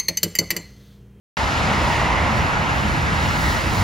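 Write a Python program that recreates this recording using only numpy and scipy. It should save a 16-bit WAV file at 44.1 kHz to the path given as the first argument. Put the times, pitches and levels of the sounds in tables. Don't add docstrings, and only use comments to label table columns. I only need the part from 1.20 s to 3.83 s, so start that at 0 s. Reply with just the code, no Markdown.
import sys
import numpy as np
from scipy import signal
from scipy.io import wavfile
from scipy.ndimage import uniform_filter1d

SR = 44100
rng = np.random.default_rng(int(sys.argv[2]) if len(sys.argv) > 2 else 0)


def int16_out(signal):
    q = np.round(np.clip(np.atleast_2d(signal).T, -1, 1) * 32767)
    wavfile.write(sys.argv[1], SR, q.astype(np.int16))


N = 115983

# [f/Hz, level/dB]
ROAR_LEVEL = [(.18, -25.5, 0.5), (.35, -24, 0.5), (.65, -22.5, -0.5), (.9, -22.5, -2), (1.15, -23.5, -3),
              (1.33, -24.5, -3), (1.55, -27, -5.5), (1.75, -28.5, -4.5), (1.95, -27, -4.5), (2.25, -28, -2),
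              (2.62, -26, -3)]
ROAR_SPECTRUM = [(200, -18.5), (400, -10), (620, -4), (800, -1.5), (960, 0), (1150, -4.5), (1400, -8),
                 (1650, -19), (2600, -34), (5000, -55)]
# [f/Hz, level/dB]
WHINE_LEVEL = [(.18, -32.5), (.45, -31.5), (.6, -30.5), (.8, -30), (1.0, -32), (1.25, -33.5), (1.55, -31),
               (1.8, -35), (2.05, -32), (2.3, -35), (2.45, -32.5), (2.62, -35.5)]
WHINE_SPECTRUM = [(1200, -49), (1750, -8), (2000, -12), (2300, -0.5), (2550, 0), (2900, 0), (3250, -7),
                  (4500, -23), (8000, -66)]
# [f/Hz, level/dB]
WIDE_LEVEL = [(.18, -26.5, -2), (.4, -26.5, -0.5), (.8, -29.5, -4), (1.2, -26, -2.5), (1.5, -26, 1.5),
              (1.8, -26.5, -1), (2.1, -25.5, -1), (2.4, -28, -2.5)]
WIDE_SPECTRUM = [(700, -11.5), (1150, -10), (1400, -4), (1650, 2.5), (1900, -4), (2200, -6), (2600, -19.5),
                 (4000, -74)]
# [f/Hz, level/dB]
SING_LEVEL = [(.18, -33.5), (.4, -36), (.55, -28.5), (.66, -32), (.76, -28.5), (.85, -31), (.95, -29),
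              (1.02, -30), (1.1, -31.5), (1.35, -38), (1.9, -36.5), (2.15, -34.5), (2.28, -30.5),
              (2.45, -34.5), (2.62, -32)]
SING_SPECTRUM = [(1200, -60), (1700, -9), (1870, 3), (2050, 2), (2250, -1.5), (2450, -29), (3500, -52)]
# [f/Hz, level/dB]
DRONE_LEVEL = [(.18, -35.5), (.3, -32), (.55, -34), (.72, -43), (1.1, -33), (1.6, -36.5), (2.0, -37)]
DRONE_SPECTRUM = [(1000, -40), (1280, 0), (1450, -3), (1600, -15), (2000, -50)]
# [f/Hz, level/dB]
FIZZ_LEVEL = [(.18, -34), (.5, -33.5), (.79, -34), (.95, -37), (1.2, -36), (1.4, -37.5), (1.85, -36.5),
              (2.07, -34), (2.17, -35), (2.27, -32), (2.48, -35), (2.62, -32.5)]
FIZZ_SPECTRUM = [(1500, -26), (2800, -14.5), (3500, -2), (5000, -5), (6500, -10), (8000, -13), (9500, -20),
                 (13000, -43)]
# [t of the top/s, level/dB, half-width at half amplitude/s]
HISS_SWELLS = [(.27, -51.5, .2), (.46, -61, .12), (.7, -48, 0.17), (1.19, -50, 0.1), (1.6, -49, 0.11),
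               (1.76, -51, .15), (2.06, -49, 0.17), (2.27, -41, .14), (2.62, -41, 0.16)]
# [f/Hz, level/dB]
HISS_SPECTRUM = [(3000, -43), (6000, 1.5), (8500, 0.5), (10500, -1.5), (12500, -5), (13700, -17),
                 (15000, -28)]
SHEEN_SPECTRUM = [(11000, -30), (13000, -10), (14200, -2), (15300, 3), (16500, -4)]
# [f/Hz, level/dB]
RUMBLE_LEVEL = [(.18, -25.5), (.3, -24.5), (.7, -23), (1.0, -24), (1.2, -22), (1.5, -25), (1.75, -22),
                (2.0, -25), (2.3, -23), (2.62, -23.5)]
RUMBLE_SPECTRUM = [(15, -50), (27, -26), (36, -4.5), (48, -4), (65, -0.5), (110, -5), (200, -7),
                   (300, -12.5), (430, -21), (900, -33), (2000, -57)]
# [multiple of firing f, level/dB]
TRUCK_ENGINE = [(.18, 75.76, -40), (.66, 75.23, -42), (1.3, 74.88, -31), (1.7, 69.96, -33),
                (2.1, 79.66, -29.5), (2.3, 78.9, -33), (2.62, 91.8, -32.5)]
TRUCK_ORDERS = [(1, -2.5), (2, -4), (3, -15)]
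# [t/s, f/Hz, peak level/dB]
THROB_EVENTS = [(.24, 57.7, -19.5), (.93, 54, -21), (1.01, 73, -21), (1.11, 220.5, -23),
                (1.16, 116.2, -21.5), (1.4, 95, -22), (1.66, 212.8, -21), (2.15, 83, -17),
                (2.28, 78, -19.5), (2.49, 88.5, -20.5), (2.6, 92.5, -18.5)]
# [f/Hz, rad]
PORT_LIKENESS = [(40, 0.84), (80, 0.83), (180, 0.8), (600, 0.99), (1000, 0.75), (1500, 1), (2300, 1),
                 (2700, 0.86), (5000, 0.96), (7000, 0.76), (8500, 1), (16000, 0.92)]
PORT_LEAD = [(0, 0), (1000, -.1), (1500, .5), (2000, -.2), (2400, .6), (3100, .15), (4000, .55),
             (5000, .05), (5600, .2), (6100, 1.4), (7000, .9), (8500, 3.1), (10600, 6.3), (12800, 9.4),
             (14900, 12.6), (16000, 14.0)]

WIDE_LIKENESS, WIDE_LEAD_RAD = 0.8, 2.98
HISS_FLOOR_DB = -58.5
SHEEN_DB, SHEEN_EXPONENT = -3.5, 1.14
TRUCK_WIDTH_HZ = 16
IDLE_HZ, IDLE_DB, IDLE_WIDTH_HZ = 55.3, -37.5, 9.0
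THROB_S = 0.022
HUM_HZ, HUM_DB, HUM_WIDTH_HZ = 316, -39.692, 9.1
HUM_FROM_S, HUM_RISE_S = 1.49, 0.3
START_S, FADE_IN_S = .1693, .0006
LOW_CUT_HZ, BAND_LIMIT_HZ = 37, 15780


def amp(db):
    return 10 ** (np.asarray(db) / 20)


def evened(x):
    return x / np.sqrt(np.mean(x ** 2) + 1e-20)


def read(points, hz):
    f, value = np.transpose(points)
    return np.interp(np.log(hz + 1), np.log(f + 1), value)


def follow(rows, col=1):
    rows = np.array(rows)
    return np.interp(np.arange(N) / SR, rows[:, 0], rows[:, col])


def placed(rows):
    half_balance_db = follow(rows, col=2) / 2
    return amp(follow(rows) + np.array([half_balance_db, -half_balance_db]))


def noise(spectrum, patchy_db, flicker_db, size=1024, ports=None):
    hop = size // 4
    frames, hz = N // hop + 5, np.fft.rfftfreq(size, 1 / SR)
    a, b, c, d, patches = rng.standard_normal((frames, len(hz), 5)).T

    patches = uniform_filter1d(patches, size=9, axis=0)
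    patches = evened(uniform_filter1d(patches, size=12, axis=1))
    flicker = evened(uniform_filter1d(rng.standard_normal(frames), size=4))
    level_db = read(spectrum, hz)[:, None] + patchy_db * patches + flicker_db * flicker

    if ports is None:
        likeness = read(PORT_LIKENESS, hz)[:, None]
        lead = np.interp(hz, *np.transpose(PORT_LEAD))[:, None]
    else:
        likeness, lead = ports
    likeness = np.clip(likeness, 0, 1)

    right = a + 1j * b
    shared = likeness * right * np.exp(1j * lead)
    left = shared + np.sqrt(1 - likeness ** 2) * (c + 1j * d)
    bins = np.array([left, right]) * amp(level_db)
    sound = signal.istft(bins, nperseg=size, noverlap=size - hop)[1]
    return evened(sound[:, :N])


def wavering(hz, width_hz):
    pole = np.exp(-np.pi * width_hz / SR)
    slow = signal.lfilter([1], [1, -pole], rng.standard_normal((2, N)))
    envelope = evened(slow[0]) + 1j * evened(slow[1]) + 2.04
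    carrier = np.exp(2j * np.pi * np.cumsum(hz) / SR)
    return evened((envelope * carrier).real)


def tyres():
    roar = noise(ROAR_SPECTRUM, 0.75, 0.21) * placed(ROAR_LEVEL)
    whine = noise(WHINE_SPECTRUM, 1.0, 0.96) * amp(follow(WHINE_LEVEL))
    wide_ports = (WIDE_LIKENESS, WIDE_LEAD_RAD)
    wide = noise(WIDE_SPECTRUM, 1.0, 0.35, ports=wide_ports) * placed(WIDE_LEVEL)
    sing = noise(SING_SPECTRUM, 1.0, 0.88) * amp(follow(SING_LEVEL))
    drone = noise(DRONE_SPECTRUM, 1.0, 0.78) * amp(follow(DRONE_LEVEL))
    fizz = noise(FIZZ_SPECTRUM, 0.61, 0.28, size=512) * amp(follow(FIZZ_LEVEL))
    return roar + whine + wide + sing + drone + fizz


def hiss():
    t = np.arange(N) / SR
    power = amp(2 * HISS_FLOOR_DB)
    for top_s, db, width_s in HISS_SWELLS:
        power = power + amp(2 * db) / (1 + ((t - top_s) / width_s) ** 2) ** 2
    level = np.sqrt(power)
    highest = level.max()
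    sheen_level = amp(SHEEN_DB) * highest * (level / highest) ** SHEEN_EXPONENT
    body = noise(HISS_SPECTRUM, 1.1, 0.97, size=512) * level
    sheen = noise(SHEEN_SPECTRUM, 1.1, .9, size=512) * sheen_level
    return body + sheen


def engines():
    rumble = noise(RUMBLE_SPECTRUM, 1.0, 0.12, size=2048) * amp(follow(RUMBLE_LEVEL))
    firing_hz = follow(TRUCK_ENGINE)
    orders = sum(amp(db) * wavering(k * firing_hz, TRUCK_WIDTH_HZ) for k, db in TRUCK_ORDERS)
    truck = orders * amp(follow(TRUCK_ENGINE, col=2))
    idle = amp(IDLE_DB) * wavering(np.full(N, IDLE_HZ), IDLE_WIDTH_HZ)
    return rumble + truck + idle


def throbs():
    t = np.arange(N) / SR
    cycles = rng.random((len(THROB_EVENTS), 1))
    peak_s, hz, db = np.transpose(THROB_EVENTS)[:, :, None]
    envelope = amp(db) * np.exp(-((t - peak_s) / THROB_S) ** 2)
    return (envelope * np.sin(2 * np.pi * (hz * t + cycles))).sum(0)


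def hum():
    rise = np.clip((np.arange(N) / SR - HUM_FROM_S) / HUM_RISE_S, 0, 1)
    return amp(HUM_DB) * rise * wavering(np.full(N, HUM_HZ), HUM_WIDTH_HZ)


def scene():
    return tyres() + hiss() + engines() + throbs() + hum()


def record(dry):
    high_pass = signal.butter(4, LOW_CUT_HZ, "high", fs=SR, output="sos")
    thinned = signal.sosfilt(high_pass, dry)
    opened = thinned * np.clip((np.arange(N) / SR - START_S) / FADE_IN_S, 0, 1)
    low_pass = signal.firwin(511, BAND_LIMIT_HZ, window=("kaiser", 9), fs=SR)
    return signal.oaconvolve(opened, low_pass[None], "same")


dry = scene()
out = record(dry)
int16_out(out)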